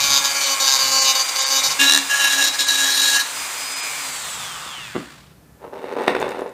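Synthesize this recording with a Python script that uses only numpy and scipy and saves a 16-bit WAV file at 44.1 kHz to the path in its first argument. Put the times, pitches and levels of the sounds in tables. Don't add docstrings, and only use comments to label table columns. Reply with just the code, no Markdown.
import sys
import numpy as np
from scipy import signal
from scipy.fft import rfft, irfft, dct
from scipy.io import wavfile
from scipy.ndimage import uniform_filter1d

SR = 44100
rng = np.random.default_rng(int(sys.argv[2]) if len(sys.argv) > 2 else 0)


def to_wav(sig):
    pcm = np.clip(np.atleast_2d(sig), -1, 1) * 32767
    pcm = np.round(pcm).astype(np.int16)
    wavfile.write(sys.argv[1], SR, pcm.T)


def gain_from_decibels(decibels):
    exponent = np.asarray(decibels, float) / 20
    return 10 ** exponent


N = 287973

# (frequency [Hz], level [dB], t60 [s])
BENCH = [(390, -40, 0.03), (482, -13.5, 0.044), (567, -6.5, 0.024), (685, -17, 0.01), (870, -8, 0.016),
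         (1117, -10.5, 0.007)]
# (frequency [Hz], level [dB], t60 [s])
BRASS_PIECE = [(1440, 1, 0.007), (1820, 1, 0.0082), (2180, -4.5, 0.0078), (2600, -5.5, 0.0063),
               (3540, -7, 0.0073), (5500, -20, 0.0016), (8100, -18, 0.0083), (13530, -39, 0.037)]


def rms_one(x):
    return x / np.sqrt(np.mean(x ** 2) + 1e-20)


def in_time(rows):
    s, *columns = np.transpose(rows)
    return [np.interp(np.arange(N) / SR, s, c) for c in columns]


def bumps(rows, along):
    return sum(db * np.exp(-((along - at) / width) ** 2) for at, width, db in rows)


def drift(rate_hz):
    step = 16
    r = np.exp(-2 * step * np.pi * rate_hz / SR)
    slow = signal.lfilter([1], [1, -2 * r, r * r], rng.standard_normal(N // step + 3002))[3000:]
    return np.interp(np.arange(N) / step, np.arange(len(slow)), rms_one(slow))


def coloured(spectrum):
    hz, db = np.transpose(spectrum)
    log_hz = np.log(np.fft.rfftfreq(N, 1 / SR) + 1)
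    gain = gain_from_decibels(np.interp(log_hz, np.log(hz), db))
    return rms_one(irfft(rfft(rng.standard_normal(N)) * gain, N))


def high_pass(x, order, hz):
    return signal.sosfilt(signal.butter(order, hz, "high", fs=SR, output="sos"), x)


def resonate(x, hz, width_hz):
    r = np.exp(-np.pi * width_hz / SR)
    poles = [1, -2 * r * np.cos(2 * np.pi * hz / SR), r * r]
    return signal.lfilter([(1 - r * r) / 2, 0, (r * r - 1) / 2], poles, x + 1e-18)


def ring(clicks, modes):
    out = np.zeros(N)
    for hz, db, t60_s in modes:
        r = gain_from_decibels(-60 / (t60_s * SR))
        w = 2 * np.pi * hz / SR
        out += gain_from_decibels(db) * signal.lfilter([0, np.sin(w)], [1, -2 * r * np.cos(w), r * r], clicks + 1e-18)
    return out


def clicks_at(times_s, db):
    clicks = np.zeros(N)
    clicks[(np.asarray(times_s) * SR).astype(int)] = gain_from_decibels(db)
    return clicks


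def pushes(times_s, db, length_s):
    r = np.exp(-1 / (length_s * SR))
    return signal.lfilter([(1 - r) ** 2], [1, -2 * r, r * r], clicks_at(times_s, db))


def contacts(times_s, db, length_s):
    r = np.exp(-1 / (length_s * SR))
    swell = signal.lfilter([0, np.sqrt(1 - r) * (1 - r) * 2], [1, -2 * r, r * r], clicks_at(times_s, db))
    return swell * rng.standard_normal(N)


def air():
    # (frequency [Hz], density [dB per Hz])
    room_noise = [(120, -41), (200, 4), (260, 3.5), (334, 3.5), (1440, -7), (1730, -9.5), (4150, -25),
                  (15800, -60.5)]
    whistle_hz, width_hz, whistle_db, whistle_from_s = 1745, 20, -64, 5.38
    t = np.arange(N) / SR
    narrow = resonate(rng.standard_normal(N), whistle_hz, width_hz)
    whistle = rms_one(resonate(narrow, whistle_hz, width_hz)) * np.clip((t - whistle_from_s) * 20, 0, 1)
    return gain_from_decibels(-54) * coloured(room_noise) + gain_from_decibels(-57) * rng.standard_normal(N) + gain_from_decibels(whistle_db) * whistle


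def hands():
    # (frequency [Hz], density [dB per Hz])
    hand_colour = [(20, -26), (45, -15), (65, 8.5), (95, -2.5), (140, 9.5), (200, 0.5), (300, -12),
                   (1200, -72)]
    # (time [s], width [s], swell [dB])
    grips = [
        (.06, 0.22, 16.5),
        (.87, 0.11, 8.5),
        (1.69, 0.054, 11),
        (4.7, 1, 9),
        (5.6, 0.27, 2.5),
        (6.24, 0.11, 15),
    ]
    level_db = -58.5 + 1.5 * drift(2.5) + bumps(grips, np.arange(N) / SR)
    return gain_from_decibels(level_db) * coloured(hand_colour)


def shop(x):
    t60_s = .32
    t = np.arange(int(t60_s * SR)) / SR
    tail = signal.lfilter([.4], [1, -.6], rng.standard_normal(len(t)))
    tail = tail * gain_from_decibels(-60 * t / t60_s) * (t > .006)
    return signal.fftconvolve(x, tail / np.sqrt(np.sum(tail ** 2)))[:N]


def housing_and_fan(turns, speed_hz, share):
    # (frequency [Hz], density [dB per Hz])
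    housing_colour = [(200, -50.5), (271, -21.5), (485, -11), (1040, -2), (2400, -5), (4700, -7),
                      (6110, -17), (10300, -120)]
    # (frequency [Hz], density [dB per Hz])
    fan_colour = [(3500, -55), (4800, -20), (5700, -0.5), (7300, 5), (8900, 1.5), (9600, -3.5),
                  (13000, -10), (15800, -4.5)]
    throb = (1 + .25 * np.cos(2 * np.pi * turns)) * gain_from_decibels(.6 * drift(15))
    rumble = gain_from_decibels(-29.5) * share ** 1.15 * coloured(housing_colour)
    hiss = gain_from_decibels(-29) * share ** 1.63 * coloured(fan_colour)
    ringing = rms_one(resonate(rng.standard_normal(N), 1200, width_hz=350))
    ring_db = -52.5 + bumps([(156, 83, 22.5)], speed_hz)
    return throb * (rumble + hiss) + gain_from_decibels(ring_db) * share * ringing


def whine(turns, speed_hz, share):
    # (multiple of spindle, level at full speed [dB], level when slow [dB])
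    whine_lines = [(1, -18, -30), (13, -13, -13), (15, -13, -13), (16, -11, -7), (18, 1, -4),
                   (20, -22, -10), (21, -24, -10), (22, -10, -9), (24.15, -30, -3), (25.2, -26, -8),
                   (26, -20, -9), (27, -22, -9), (28, -16, -10), (30, -16, -9), (31, -14, -11),
                   (32, -11, -9), (34, -16, -11), (36, -16, -8), (38, -18, -9), (41, -20, -10),
                   (44, -20, -11), (47, -22, -11), (50, -24, -11), (54, -24, -12)]
    # (multiple of spindle, level at full speed [dB], level when slow [dB])
    bearing_lines = [(7.64, -10, -40), (8.0, -8, -40), (8.365, -8, -40), (8.73, -6, -40), (9.09, -11, -40)]
    # (time [s], width [s], swell [dB])
    bearing_swell = [
        (3.91, .09, 9),
    ]
    # (time [s], width [s], swell [dB])
    brush_lifts = [
        (3.29, .05, -12),
        (3.52, .04, -11),
        (3.92, .04, -6),
        (4.62, .06, -4),
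    ]
    # (time [s], level [dB])
    brush_line = [(3.1, -33), (3.29, -47), (3.4, -30), (3.52, -43), (3.6, -32), (3.65, -29.5),
                  (3.86, -30.5), (3.92, -40), (4.02, -33), (4.12, -36.5), (4.3, -40), (4.39, -36),
                  (4.46, -32), (4.54, -38), (4.68, -48), (4.9, -40), (5.05, -54), (5.2, -110)]
    # (frequency [Hz], width [Hz], swell [dB])
    whine_path = [(3480, 280, 6), (4250, 420, -9), (1750, 220, 4), (2300, 300, -4), (5300, 300, 1),
                  (6300, 700, -4), (7800, 600, 6), (10300, 900, -3)]
    # (multiple of spindle, time [s], width [s], swell [dB])
    flares = [(16, 4.3, .1, 2), (22, 4.2, .14, -9), (24.15, 4.64, .07, 4), (24.15, 4.85, .08, 7),
              (24.15, 4.3, .05, 8), (30, 4.14, .07, 9), (32, 4.2, .1, 5), (36, 4.25, .16, 5),
              (38, 4.3, .12, 7), (41, 4.5, .15, -5), (44, 4.5, .15, -7), (8.0, 4.69, .05, 34),
              (32, 4.75, .15, 3), (28, 4.77, .06, -5), (26, 4.7, .05, -4)]
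    brush_multiple = 18
    t = np.arange(N) / SR
    first = t < 1.782
    whine_db = -33 - 5 * (1 / share - 1) + bumps(brush_lifts, t)
    slow = np.clip((275 - speed_hz) / 135, 0, 1)
    out = np.zeros(N)
    for multiple, fast_db, slow_db in whine_lines + bearing_lines:
        level_db = whine_db + fast_db + slow * (slow_db - fast_db) + 2.5 * drift(9)
        level_db += np.minimum(4 * slow, 1) * bumps(whine_path, multiple * speed_hz)
        if 7 < multiple < 10:
            level_db += 6.0 * first + bumps(bearing_swell, t)
        level_db += bumps([row[1:] for row in flares if row[0] == multiple], t)
        if multiple == brush_multiple:
            level_db = in_time(brush_line)[0] + drift(22)
        wobble = (.06 + .03 * slow) * drift(40)
        out += gain_from_decibels(level_db) * np.sin(2 * np.pi * (multiple * turns + wobble))
    return out


def motor(turns, speed_hz):
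    share = speed_hz / 277
    first = np.arange(N) / SR < 1.782
    return (housing_and_fan(turns, speed_hz, share) + whine(turns, speed_hz, share)) * gain_from_decibels(1.5 * first)


def laid_down():
    # (time [s], level
    # [dB])
    touches = [(1.791, -22), (1.808, -34), (1.841, -23), (4.662, -28), (4.782, -31), (4.95, -15),
               (4.955, -6.5), (4.963, -4.5), (4.969, -11.5), (4.98, -11), (5.005, -20), (5.028, -24),
               (5.041, -33)]
    # (frequency [Hz], level [dB], t60 [s])
    tool_modes = [(215, -26.5, 0.024), (278, -7.5, 0.05), (341, 8.5, 0.071), (437, 12.5, 0.016),
                  (720, 13.5, 0.0059), (1170, 8.5, 0.016), (1380, 5.5, 0.016), (1700, 2, 0.02),
                  (2040, 6, 0.021), (2740, 7, 0.02)]
    s, db = np.transpose(touches)
    return high_pass(ring(pushes(s, db - 21.5, length_s=0.000079), tool_modes), 2, 150)


def rub():
    # (time [s], level [dB], brightness [dB])
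    slide = [(5.55, -66, -20), (5.65, -33, -23), (5.71, -47, -18), (5.74, -32.5, -19), (5.83, -36, -8),
             (5.99, -24.5, -15), (6.06, -31, -2.5), (6.1, -29, 1), (6.136, -37, -2), (6.16, -28, -12),
             (6.19, -30, -3), (6.27, -25.5, -12), (6.36, -33, -5), (6.428, -28.5, -19), (6.53, -41.5, -13)]
    catches_per_s = 450
    level_db, bright_db = in_time(slide)
    struck = rng.random(N) < catches_per_s / SR
    force = gain_from_decibels(0.94 * np.minimum(rng.exponential(1, N), 4)) * rng.choice([-1, 1], N)
    catches = struck * force
    started = np.arange(N) > slide[0][0] * SR
    dull = rms_one(ring(catches, BENCH))
    bright = gain_from_decibels(bright_db) * rms_one(ring(catches, BRASS_PIECE))
    return started * gain_from_decibels(level_db) * (dull + bright)


def knocks():
    # (time [s], peak [dB], brightness [dB])
    hits = [(5.598, -40, -20), (5.618, -29, -17), (5.642, -19.5, -24), (5.728, -24, -16), (5.733, -17, -15),
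            (5.761, -29, -16), (5.794, -38, -17), (5.814, -26, -14), (5.842, -13, -8), (5.888, -25, -9),
            (5.914, -19, -14), (5.944, -24, -12), (5.953, -19, -7), (5.962, -21, -15), (5.966, -11, -13),
            (5.973, -11, -11), (5.985, -11, -6), (5.992, -16, 0), (5.998, -11, -11), (6.007, -10, -11),
            (6.015, -15, -11), (6.02, -14, -13), (6.041, -13, -10), (6.05, -15, -15), (6.068, -18, -3),
            (6.074, -13, -4), (6.079, 2, 2), (6.093, -8, -8), (6.097, -20, -6), (6.105, -13, -1),
            (6.115, -14, -4), (6.149, -7, -3), (6.151, -7, -5), (6.162, -15, -9), (6.165, -6, -3.5),
            (6.207, -12, -8), (6.217, -8.5, -4), (6.226, -5, -6.5), (6.242, -14, -12), (6.266, -15, -14),
            (6.28, -9.5, -11), (6.306, -18, -10), (6.318, -12, -6), (6.347, -13.5, -11),
            (6.372, -13.5, -13), (6.393, -10, -9), (6.419, -9, -19), (6.461, -16.5, -12)]
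    # (frequency [Hz], level [dB], t60 [s])
    point_modes = [(332, -17.5, 0.0072), (478, -1.5, 0.015), (676, -3, 0.0089), (900, -5.5, 0.013),
                   (1200, -13, 0.0045)]
    s, db, bright_db = np.transpose(hits)
    bench = ring(pushes(s, db - 2.0, length_s=0.0001), point_modes)
    return bench + ring(contacts(s, db + bright_db - 9.5, length_s=0.0013), BRASS_PIECE)


def ticks():
    # (time [s], peak [dB])
    grit = [(5.9318, -37), (6.0172, -34), (6.036, -27), (6.0786, -38), (6.1495, -41), (6.2002, -20),
            (6.215, -22), (6.291, -26), (6.307, -25), (6.3917, -32), (6.4075, -27.5), (6.493, -36.5)]
    # (frequency [Hz], level [dB], t60 [s])
    edge_modes = [(8600, 1, 0.0014), (7000, -20.5, 0.053), (9800, -25, 0.23), (11000, -35, 0.054),
                  (13530, -21.5, .08)]
    s, db = np.transpose(grit)
    touch = contacts(s, db + 6, length_s=0.00046)
    return high_pass(touch + gain_from_decibels(-8) * ring(touch, edge_modes), 2, 3000)


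def drops():
    # (time [s], peak [dB])
    landings = [
        (6.0795, 2),
        (6.0812, 5),
        (6.2275, -6),
    ]
    s, db = np.transpose(landings)
    push = np.zeros(N)
    push[(s * SR).astype(int)] = gain_from_decibels(db) * (-1) ** np.arange(len(s))
    push = signal.lfilter([.45], [1, -.55], push)
    return high_pass(gain_from_decibels(-14) * ring(push, BENCH) + gain_from_decibels(-12) * ring(push, BRASS_PIECE), 2, 220)


def bounce():
    landing_s, middle_s, width_s, per_s, depth_db = 1.91, 1.955, .06, 77, 10
    t = np.arange(N) / SR
    spell = np.exp(-((t - middle_s) / width_s) ** 4)
    return depth_db * spell * np.cos(2 * np.pi * per_s * (t - landing_s)), spell


def hum(turns):
    # (time [s], width [s], swell [dB])
    shakes = [
        (.45, .2, -1),
        (.95, 0.38, 23),
        (1.55, 0.16, 20),
        (1.83, 0.056, 39.5),
        (2.4, 0.09, 26),
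        (2.84, .08, 24),
        (3.05, .06, 12.5),
    ]
    swing_db, spell = bounce()
    t = np.arange(N) / SR
    level = gain_from_decibels(-30 + .5 * swing_db) * spell + gain_from_decibels(-63 + bumps(shakes, t))
    return level * np.sin(2 * np.pi * turns) * (t < 3.25)


def strokes(cut, answers):
    # (time [s], place [-1 thick end to 1 thin end])
    burr_place = [(0, 0.17), (.19, 0.35), (.23, -0.79), (.37, -0.88), (.45, 0.19), (.56, .4), (.68, -.8),
                  (.82, 0.13), (1.0, .1), (1.1, 0.74), (1.3, 0.42), (1.5, -0.47), (1.75, 0.52),
                  (1.9, -0.0063), (2.25, -0.28), (2.6, 0.66), (2.8, -0.25), (3.1, 1)]
    bite_s, lift_s, graze_db = .013, .025, -30.5
    s, length_s, press_db, lean_db, flex = np.transpose(cut)[:, :, None]
    t = np.arange(0, N, 32) / SR
    shape = np.clip((t - s) / bite_s + .5, 0, 1) * np.clip((s + length_s - t) / lift_s + .5, 0, 1)
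    place = np.interp(t, *np.transpose(burr_place))
    curves = []
    for rest_db, per_press, per_lean, flex_db, place_db in answers:
        stroke_db = rest_db + per_press * (press_db + 22) + per_lean * lean_db + flex_db * flex
        pressed = np.sum(shape * gain_from_decibels(stroke_db), axis=0)
        curves.append(gain_from_decibels(place_db * place) * pressed + gain_from_decibels(rest_db + graze_db + 14.5))
    curves.append(np.sum(shape * flex, axis=0))
    return [np.interp(np.arange(N) / SR, t, c) for c in curves]


def favour(hz, end):
    # (resonance [Hz], time [s], width [s], swell [dB])
    favoured = [(537, 0.12, 0.15, -5), (1075, .16, 0.043, 2.5), (1696, 0.31, 0.12, 5.5),
                (1075, .33, 0.048, 2.5), (3380, .46, .06, 4), (1696, .08, .1, -5), (2290, .3, .08, -7),
                (3380, 0.083, 0.11, 4), (3770, .15, .05, 5.5), (4430, 0.13, 0.15, -3.5),
                (4740, .12, 0.083, 0), (4740, 0.48, .03, -3), (2970, 0.29, 0.052, 2), (3770, 0.42, .08, -5),
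                (3770, .72, 0.072, 1), (3770, 1, 0.066, -5), (1696, 0.66, .1, -7), (290, 1.0, 0.23, -12),
                (3946, 1.94, .07, 5.5), (4120, 1.82, .04, -11), (3946, 1.81, 0.039, -10),
                (3490, 1.88, 0.14, -16), (4250, 3.5, .02, 17.5), (3946, 2.7, .025, 12),
                (2770, 1.81, .03, 1.5), (3070, 1.82, 0.046, 0), (1654, 1.93, .06, -2.5),
                (2770, 2.13, 0.071, 5), (2770, 2.25, 0.035, 3.5), (3070, 2.25, .05, 6.5),
                (3946, 1.6, .05, -2), (1654, 3.3, .05, -1.5), (1654, 5, .08, 0.5), (3946, 3.04, 0.093, 1),
                (2790, 2.93, 0.11, -4.5), (3070, 2.85, .1, -2), (4080, 4, .03, -6)]
    rows = [row[1:] for row in favoured if abs(np.log(row[0] / hz)) < .02]
    return gain_from_decibels(bumps(rows, np.arange(end) / SR))


def grinding(turns, cut, answers, skip, rings, rough, uneven_db, chatter_db, chips):
    slip_turns, second_flute, flutter_db, chip_s = .002, .3, 1.1, .0007
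    *gains, flex = strokes(cut, answers)
    swing_db = bounce()[0]
    slipping = turns + slip_turns * (drift(150) + 2 * drift(15))
    at = np.flatnonzero(np.diff(np.floor(slipping)) > 0)
    behind = np.clip(at + (30 + 4 * drift(2.5)[at]).astype(int), 0, N - 1)
    weak = 1 - np.clip(skip * flex[at], 0, 1) * (np.arange(len(at)) % 2)
    scatter_db = uneven_db * rng.standard_normal(len(at)) + chatter_db * drift(70)[at] + swing_db[at]
    fade = np.exp(-1 / (chip_s * SR))
    end = int((cut[-1][0] + .2) * SR)
    out = np.zeros(N)
    for gain, modes, share in zip(gains, rings, rough):
        force = np.zeros(N)
        force[at] = weak * gain_from_decibels(share * scatter_db)
        force[behind] += second_flute * force[at]
        spray = .37 * signal.lfilter([np.sqrt(1 - fade)], [1, -2 * fade, fade * fade], force)
        drive = force + share * chips * spray * rng.standard_normal(N)
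        tone, power = np.zeros(end), np.zeros(end)
        plain = np.zeros(end)
        for k, (hz, width_hz, db) in enumerate(modes):
            flutter = gain_from_decibels(db + flutter_db * drift(14)[:end])
            part = (-1) ** k * flutter * resonate(drive[:end], hz, width_hz)
            plain += part
            tone += favour(hz, end) * part
        power = uniform_filter1d(plain ** 2, 8000)
        out[:end] += gain[:end] * tone / np.sqrt(power + 1e-12)
    t = np.arange(N) / SR
    out = out * gain_from_decibels(.35 * swing_db)
    fade_in = np.clip((t - cut[0][0]) / .016 + 1, 0, 1)
    fade_out = np.clip((cut[-1][0] + cut[-1][1] - t) / .05 + 1, 0, 1)
    return out * fade_in * fade_out


def first_position(turns):
    # (time [s], length [s], pressure [dB], lean to thin edge [dB], shank flex [0-1])
    first_cut = [(0, 0.083, -19, -1.5, 0.84), (0.093, 0.1, -16, -6.5, 1), (0.212, 0.04, -20, -10.5, 1),
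                 (0.243, 0.027, -19.5, 2.5, 0.4), (0.273, 0.061, -22.5, -2.5, 0.56),
                 (0.348, 0.044, -23.5, 1, 0), (0.408, 0.081, -21.5, 4, 0.54), (0.494, 0.055, -24.5, 3, 0),
                 (0.599, 0.091, -20.5, -0.5, 0.3), (0.674, 0.1, -16, -5.5, 1),
                 (0.787, 0.12, -20.5, -1, 0.6), (0.912, 0.13, -21.5, 1.5, 0),
                 (1.046, 0.074, -20.5, 4.5, 0.36), (1.152, 0.028, -22.5, 2, 0),
                 (1.192, 0.027, -20, -1.5, 0.47), (1.288, 0.0043, -19.5, 2, 0.2),
                 (1.359, 0.015, -17.5, -5, 1), (1.385, 0.038, -22, 3, 0.2), (1.43, 0.07, -20, -5, 1),
                 (1.505, 0.099, -20.5, 1, 0.31), (1.633, 0.05, -21, 1, 0), (1.7, 0.029, -24, 2.5, 0)]
    # (frequency [Hz], width [Hz], level [dB])
    first_rings = [
        [(290.4, 46, -14), (542, 42, -4), (803, 266, -3.5), (1075, 226, 0.5)],
        [(1650, 72, 0)],
        [(2300, 150, -8.5), (3014, 110, -2.5)],
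        [(3150, 120, -5), (3764, 210, 7)],
        [(4440, 150, -1), (4735, 500, -4), (5020, 310, -8)],
        [(5440, 400, -8), (6100, 330, -2.5), (7050, 350, -4.5), (9800, 540, -20), (11870, 230, -14.5),
         (13300, 900, -19.5)],
    ]
    # (rest [dB], pressure [dB/dB], lean [dB/dB], full flex [dB], place [dB/unit])
    first_answer = [(-27.5, 1.3, 0, -6.5, 1.5), (-37, 1, 0, -2.5, -6), (-34, 1, 1.23, 2, 2.5),
                    (-30, 2.1, 1.47, 3, 1.5), (-21.5, 1.5, 0, -5, 1.5), (-21.5, 2, 0.45, -6, 1.5)]
    first_rough = (.4, .25, .35, .35, .5, .7)
    return grinding(turns, first_cut, first_answer, .57, first_rings, first_rough,
                    uneven_db=1.3, chatter_db=1.3, chips=.1)


def second_position(turns):
    # (time [s], length [s], pressure [dB], lean to thin edge [dB], shank flex [0-1])
    second_cut = [(1.794, 0.048, -18, -3, 0.82), (1.845, 0.05, -20, -3.5, .25),
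                  (1.891, 0.096, -22, 1.5, .2), (2.1, 0.11, -27, -7.5, 0.39),
                  (2.202, 0.092, -23, -2.5, 0.72), (2.302, 0.061, -23, 2, .1),
                  (2.371, 0.052, -22.5, -5.5, .4), (2.417, 0.076, -22, 4, .3), (2.535, 0.019, -29.5, 7, .2),
                  (2.591, 0.038, -21.5, 10.5, .3), (2.641, 0.043, -29, -1.5, .2),
                  (2.681, 0.092, -24, 4, .1), (2.78, 0.13, -23, 0, 0.16), (2.899, 0.073, -24.5, 9, .3),
                  (2.97, 0.2, -20.5, 3, .2), (3.15, 0.062, -26.5, -11, 0.57), (3.199, 0.02, -22.5, 9, .2)]
    # (frequency [Hz], width [Hz], level [dB])
    second_rings = [
        [(563, 120, -12), (810, 390, 1.5), (1135, 480, 1)],
        [(1664, 88, -1.2), (1738, 120, -1.3)],
        [(2000, 1200, -16), (2790, 170, 4.5), (2956, 490, -1)],
        [(305, 240, -17.5), (3640, 1200, -6.5), (3944, 60, 5)],
        [(4200, 350, 0.5), (5350, 390, -6.5)],
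        [(5750, 690, 0.5), (6980, 420, 1), (8800, 630, -4), (11840, 230, -6), (13600, 1900, -16)],
    ]
    # (rest [dB], pressure [dB/dB], lean [dB/dB], full flex [dB], place [dB/unit])
    second_answer = [(-31.5, 0.91, -0.75, .1, -4), (-22.5, 0.6, -0.58, 0.11, -2),
                     (-29.5, 1.1, -0.35, 10.5, -2), (-20, 3.1, 0.6, .1, -10.5),
                     (-25, 0.99, 0.54, 0.11, 1.5), (-20.5, 1.08, -0.048, .1, -1.5)]
    second_rough = (.7, .8, .75, .7, .7, 1)
    return grinding(turns, second_cut, second_answer, .2, second_rings, second_rough,
                    uneven_db=1.4, chatter_db=1.6, chips=.12)


def scene():
    # (time [s], rate [Hz])
    spindle = [(0, 277.8), (.38, 277.5), (.53, 272), (.78, 267.2), (1.27, 266), (1.6, 269.9),
               (1.785, 268.8), (1.79, 278.5), (2.2, 278.3), (2.35, 276.6), (3.3, 276.9), (3.96, 278.4),
               (4.03, 275.5), (4.1, 265), (4.5, 179), (4.9, 98.5), (5.1, 59), (5.4, 3)]
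    speed_hz, = in_time(spindle)
    turns = np.cumsum(speed_hz) / SR
    background = air() + hands() + motor(turns, speed_hz)
    sliding = high_pass(rub() + knocks(), 3, 280)
    cut = high_pass(first_position(turns) + second_position(turns) + hum(turns), 3, 230)
    near = laid_down() + sliding + ticks() + drops() + cut
    return (background + near + gain_from_decibels(-11) * shop(near))[None]


def thin_out(x, keep_db):
    thin_s = [0.451, 1.009, 1.406, 1.453, 2.656, 3.752, 3.821]
    half = 768
    out, window = x.copy(), np.hanning(2 * half)
    for s in thin_s:
        frame = slice(int(s * SR) - half, int(s * SR) + half)
        lines = dct(x[frame] * window, norm="ortho")
        weak = np.abs(lines) < gain_from_decibels(keep_db) * np.sqrt(np.mean(lines ** 2))
        out[frame] -= dct(lines * weak, type=3, norm="ortho")
    return out


def band_limit(x):
    return signal.sosfilt(signal.butter(12, 15900, fs=SR, output="sos"), x)


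def record(dry):
    rounded = 1.3 * np.tanh(dry[0] / 1.58)
    top_cut = signal.sosfilt(signal.cheby2(12, 60, 16150, fs=SR, output="sos"), rounded)
    mix = thin_out(top_cut, keep_db=-0.5)[None]
    return band_limit(mix)


dry = scene()
out = record(dry)
to_wav(out)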